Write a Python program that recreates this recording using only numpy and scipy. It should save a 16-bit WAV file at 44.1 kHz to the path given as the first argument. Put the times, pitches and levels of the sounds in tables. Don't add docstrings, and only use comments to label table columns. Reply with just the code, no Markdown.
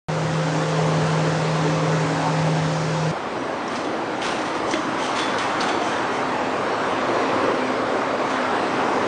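import sys
import numpy as np
from scipy import signal
from scipy.fft import rfft, irfft, next_fast_len
from scipy.io import wavfile
from scipy.ndimage import uniform_filter1d, map_coordinates

SR = 44100
rng = np.random.default_rng(int(sys.argv[2]) if len(sys.argv) > 2 else 0)


def file_out(sig):
    cols = np.atleast_2d(sig).T
    lim = np.clip(cols, -1, 1)
    pcm = np.round(lim * 32767).astype(np.int16)
    wavfile.write(sys.argv[1], SR, pcm)


N = 399987

START_S, CUT_S = 0.085, 3.115
TOP_HZ = 9900
GEAR_HZ, MOTOR_HUM_HZ = 260.8, 118.4
GROAN_HZ, GROAN_DB = 317, -36.5
GROAN_FROM_S, GROAN_TO_S, GROAN_FADE_S = 3.4, 6.33, 0.63
RUMBLE_DB, TYRE_DB, HISS_DB, CITY_DB = -29, -31.5, -43, -28

# (time [s], level [dB], favoured pitch [Hz], focus [dB/octave], ring length [share of t60])
JOINT_HITS = [(3.679, -30, 5660, 50, .35), (3.757, -29, 5150, 31, 0.63), (3.845, -31, 3600, 10, 0.23),
              (4.219, -21, 2500, 13, .2), (4.270, -33, 3000, 10, .3), (4.415, -33, 5000, 14, .3),
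              (4.711, -26, 5800, 13, 0.24), (4.7365, -11.5, 2000, 14, 0.08), (4.757, -29, 3030, 37, 0.5),
              (5.160, -27, 3800, 12, .4), (5.190, -25, 3500, 7, 0.38), (5.205, -26.5, 3456, 60, 0.84),
              (5.384, -24.5, 3700, 7, 0.4), (5.398, -27.5, 3456, 60, 0.5), (5.607, -18.5, 4400, 32, 0.35),
              (5.630, -31, 5500, 12, 0.36), (5.686, -23.5, 3000, 6, 0.3)]
# (frequency [Hz], level [dB], t60 [s])
JOINT_MODES = [(1868, -2, .3), (2116, -3, .3), (2650, -7, .3), (3105, -1, .45), (3273, -4, .3),
               (3456, -2, 1.0), (3800, -4, .25), (4410, -3, .2), (5080, -2, .22), (5750, -4, .2),
               (6170, 0, .3), (7020, -2, .35), (8193, -5, .6), (8720, -8, .3)]
# (time [s], level [dB], rise [s], t60 [s], squeal [share of power])
JOINT_STROKES = [(3.70, -35.5, 0.068, 0.55, 0.14), (4.21, -27, 0.061, 0.89, 0.01),
                 (4.441, -36, .03, 0.44, 0.1), (4.54, -35, .02, .35, .05), (4.66, -36, 0.066, 0.98, 0.56),
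                 (4.98, -32, 0.07, .7, 0.26), (5.15, -27.5, 0.041, 0.86, 0),
                 (5.375, -31.5, .04, 0.85, 0.03), (5.60, -28.5, 0.016, 0.64, 0.06),
                 (5.81, -37.5, 0.077, .7, 1), (6.11, -40.5, .04, .55, 1), (8.29, -37, 0.022, 0.34, .2)]
# (frequency [Hz], relative level [dB])
GRIND_SPECTRUM = [(300, -15), (1000, 2), (1900, 0.5), (3000, -2), (4000, -5.5), (6000, -10.5), (7500, -17),
                  (9400, -17.5), (10000, -32)]
SQUEAL_SPECTRUM = [(1500, -31), (2850, -11), (3100, 5), (3450, -13), (5000, -13), (6050, -3.5), (7000, -13),
                   (8300, -14), (10000, -27)]
# (time [s], level [dB], pitch [Hz], t60 [s])
BEAM_KNOCKS = [(4.7352, -19, 307, 0.23), (4.754, -18.5, 640, 0.074), (5.745, -20, 341, 0.27),
               (7.475, -16.5, 492, 0.15)]
# (time [s], level [dB])
GEAR_LEVEL = [(3.1, -51), (5.6, -42.5), (6.3, -37.5), (7.0, -35), (7.18, -31), (7.7, -30), (7.9, -37),
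              (9.05, -39)]
# (frequency [Hz], t60 [s])
YARD_DECAY = [(200, 0.89), (2000, 0.22), (10000, 0.18)]
# (time when nearest [s], engine [dB], tyre roar [dB], tyre hiss [dB], half-width [s])
VEHICLES = [(4.4, -32.5, -33, -50, 0.2), (5.62, -38, -26, -39.5, 0.48), (7.22, -24.5, -26, -40, 0.53),
            (8.4, -41, -26, -42.5, 0.15), (8.92, -25.5, -28, -39.5, 0.31)]
# (frequency [Hz], relative level [dB])
RUMBLE_SPECTRUM = [(25, -39.5), (55, -23), (90, -15.5), (120, -10), (165, -10), (220, -3.5), (290, -1),
                   (420, -4), (560, -1.5), (750, -4.5), (1200, -18.5), (3000, -59.5)]
ENGINE_SPECTRUM = [(50, -33), (120, -12), (180, -13), (260, -3.5), (380, 0.5), (520, 0.5), (700, -4.5),
                   (1200, -17), (3000, -59)]
TYRE_ROAR_SPECTRUM = [(200, -30), (500, -15.5), (780, -1.5), (1100, -0.5), (1500, -6), (2000, -10.5),
                      (2800, -17.5), (5000, -32.5), (10000, -57)]
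TYRE_HISS_SPECTRUM = [(600, -34), (1600, -0.5), (2600, 1), (4000, -2), (5700, -6), (7000, -11), (8500, -14),
                      (9500, -19.5), (10000, -43)]

# (pitch [Hz], level [dB], level wander [dB], pitch wander [Hz])
MACHINE_TONES = [(118.7, -44, 1, 1), (158.2, -24, 1.5, 0.13), (520.3, -33.5, -0.6, 0.45)]
# (time when nearest [s], level [dB], pitch [Hz], half-width [s])
FAR_ENGINES = [(0.56, -31, 294, 0.07), (0.95, -33.5, 442.6, 0.42), (1.72, -33, 295.6, 0.12),
               (2.13, -26.5, 282, 0.065), (2.62, -33.5, 275, 0.1)]
# (frequency [Hz], relative level [dB])
CITY_ROAR_SPECTRUM = [(25, -28), (50, -27), (80, -7.5), (120, -2.5), (220, -3), (400, 0), (900, -1),
                      (1500, -7.5), (2500, -17), (5000, -32.5), (10000, -67.5)]
CITY_HISS_SPECTRUM = [(500, -35), (1500, 2), (2600, 1.5), (4200, -1), (6400, -3), (8000, -9.5),
                      (9500, -16.5), (10000, -52)]
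# (time [s], level [dB])
CITY_HISS_LEVEL = [(0.1, -38.5), (0.65, -35), (3.1, -36)]


def clanks():
    out, t = np.zeros(N), np.arange(SR) / SR
    hz, mode_db, t60 = np.transpose(JOINT_MODES)[:, :, None]
    air = lambda f: 1 / (1 + (f / 8000) ** 6)
    attack = 1 - np.exp(-t / 0.00031)
    for s, db, favoured_hz, focus_db, length in JOINT_HITS:
        favour = lambda f: amp(-focus_db * np.abs(np.log2((f + 1) / favoured_hz)))
        strength = amp(mode_db + 1.5 * rng.standard_normal(hz.shape)) * favour(hz)
        blur = np.cumsum(rng.standard_normal((len(hz), SR)), axis=1) * 0.0076 / t60
        phase = 2 * np.pi * (hz * t + rng.random(hz.shape)) + blur
        ring = np.sum(strength * np.sin(phase) * amp(-60 * t / (t60 * length)), axis=0)
        noise = unit(filtered(rng.standard_normal(SR), lambda f: favour(f) * air(f)))
        crack = noise * amp(-60 * t / 0.044)
        add(out, s, amp(db) * (amp(-7) * ring + amp(-6) * crack) * attack)
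    return out


def scrapes():
    out, t = np.zeros(N), np.arange(SR) / SR
    for s, db, rise, t60, share in JOINT_STROKES:
        slips = rng.standard_normal(SR) * (rng.random(SR) < 6000 / SR)
        ring = unit(filtered(slips, joint_resonance))
        grind = unit(coloured(slips, GRIND_SPECTRUM) + 0.12 * ring)
        squeal = coloured(rng.standard_normal(SR), SQUEAL_SPECTRUM)
        rub = np.sqrt(1 - share) * grind + np.sqrt(share) * squeal
        stroke = np.minimum(t / rise, 1) ** 0.39 * amp(-60 * np.maximum(t - rise, 0) / t60)
        add(out, s, amp(db) * stroke * rub)
    return out


def joint_resonance(f):
    return sum(amp(db) / (1 + 1j * (f - hz) * t60 / 8) for hz, db, t60 in JOINT_MODES)


def knocks():
    out, t = np.zeros(N), np.arange(SR) / SR
    attack = 1 - np.exp(-t / 0.0012)
    for s, db, hz, t60 in BEAM_KNOCKS:
        cluster = noise_band(SR, hz, half_width_hz=90)
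        body = 1.13 * np.sin(2 * np.pi * hz * t) + 0.51 * cluster
        add(out, s, amp(db) * body * amp(-60 * t / t60) * attack)
    return out


def motor():
    gear_db = curve(GEAR_LEVEL)
    note = tone(GEAR_HZ, wander_db=2.5, wander_hz=5)
    octave = amp(-6.5) * tone(2 * GEAR_HZ, wander_db=3, wander_hz=16)
    hum = amp(-35 + 0.35 * gear_db) * tone(MOTOR_HUM_HZ, wander_db=1.5, wander_hz=5.01)
    return amp(gear_db) * (note + octave) + hum


def groan():
    t = np.arange(N) / SR
    sliding = np.clip(np.minimum(t - GROAN_FROM_S, GROAN_TO_S - t) / GROAN_FADE_S, 0, 1)
    return amp(GROAN_DB) * sliding * noise_band(N, GROAN_HZ, half_width_hz=22)


def yard(x):
    hz, t, spectra = signal.stft(rng.standard_normal(SR), SR, nperseg=256)
    decay = amp(-60 * t / along(YARD_DECAY, hz)[:, None])
    tail = signal.istft(spectra * decay, SR, nperseg=256)[1]
    return signal.fftconvolve(x, tail / np.linalg.norm(tail))[:N]


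def machine():
    return sum(amp(db) * tone(hz, wander_db, wander_hz) for hz, db, wander_db, wander_hz in MACHINE_TONES)


def traffic():
    power = lambda column: sum(passing(row[0], row[column], row[-1]) ** 2 for row in VEHICLES)
    engine_power, roar_power, hiss_power = map(power, (1, 2, 3))
    rumble = amp(RUMBLE_DB) * rush(RUMBLE_SPECTRUM, patchy_db=1.27)
    engines = np.sqrt(engine_power) * rush(ENGINE_SPECTRUM, patchy_db=2.0)
    tyres = np.sqrt(amp(TYRE_DB) ** 2 + roar_power) * rush(TYRE_ROAR_SPECTRUM, patchy_db=1.5)
    hiss = np.sqrt(amp(HISS_DB) ** 2 + hiss_power) * rush(TYRE_HISS_SPECTRUM, patchy_db=1.86)
    return rumble + engines + tyres + hiss


def city():
    wall = lambda hz: 1 + 0.13 * np.exp(-2j * np.pi * hz * 0.00682)
    stream = passing(s=1.55, db=-26, half_width=0.9)
    roar = np.hypot(amp(CITY_DB), stream) * filtered(rush(CITY_ROAR_SPECTRUM, patchy_db=1.55), wall)
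    hiss = amp(curve(CITY_HISS_LEVEL)) * rush(CITY_HISS_SPECTRUM, patchy_db=1.25)
    engines = sum(passing(s, db, half_width) * tone(hz, wander_db=1.5, wander_hz=0.0198 * hz)
                  for s, db, hz, half_width in FAR_ENGINES)
    return roar + hiss + engines


def passing(s, db, half_width):
    return amp(db) / np.hypot(1, (np.arange(N) / SR - s) / half_width)


def amp(db):
    return 10 ** (np.asarray(db) / 20)


def unit(x):
    return x / np.sqrt(np.mean(x ** 2) + 1e-20)


def along(points, hz):
    f, values = np.transpose(points)
    return np.interp(np.log(hz + 1), np.log(f + 1), values)


def curve(points):
    return np.interp(np.arange(N) / SR, *np.transpose(points))


def wobble(rate):
    knots = rng.standard_normal(int(N * rate / SR) + 4)
    return map_coordinates(knots, [np.arange(N) * rate / SR])


def filtered(x, response):
    size = next_fast_len(len(x) + 8192)
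    return irfft(rfft(x, size) * response(np.fft.rfftfreq(size, 1 / SR)), size)[:len(x)]


def coloured(x, spectrum):
    return unit(filtered(x, lambda hz: amp(along(spectrum, hz))))


def noise_band(samples, hz, half_width_hz):
    return unit(filtered(rng.standard_normal(samples), lambda f: 1 / (1 + ((f - hz) / half_width_hz) ** 2)))


def rush(spectrum, patchy_db):
    spectra = signal.stft(rng.standard_normal(N), nperseg=1024)[2]
    patches = uniform_filter1d(rng.standard_normal(spectra.shape), size=7, axis=0)
    patches = uniform_filter1d(patches, size=10, axis=1)
    noise = signal.istft(spectra * amp(patchy_db * unit(patches)), nperseg=1024)[1][:N]
    return coloured(noise, spectrum)


def tone(hz, wander_db, wander_hz):
    phase = 2 * np.pi * np.cumsum(hz + wander_hz * wobble(12)) / SR
    return unit(np.sin(phase) * amp(wander_db * wobble(5)))


def add(track, s, sound):
    part = track[round(s * SR):][:len(sound)]
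    part += sound[:len(part)]


def scene():
    t = np.arange(N) / SR
    blows = clanks() + knocks()
    switch = blows + amp(-9.5) * yard(blows) + scrapes() + motor() + groan() + traffic()
    overlook = (t > START_S) * (city() + machine())
    moved = np.clip((t - CUT_S) / 0.006 + 0.5, 0, 1)
    return ((1 - moved) * overlook + moved * switch)[None]


def record(dry):
    band_limit = lambda hz: np.clip((TOP_HZ - hz) / 200 + 0.5, 0, 1)
    return np.array([filtered(x, band_limit) for x in dry])


dry = scene()
out = record(dry)
file_out(out)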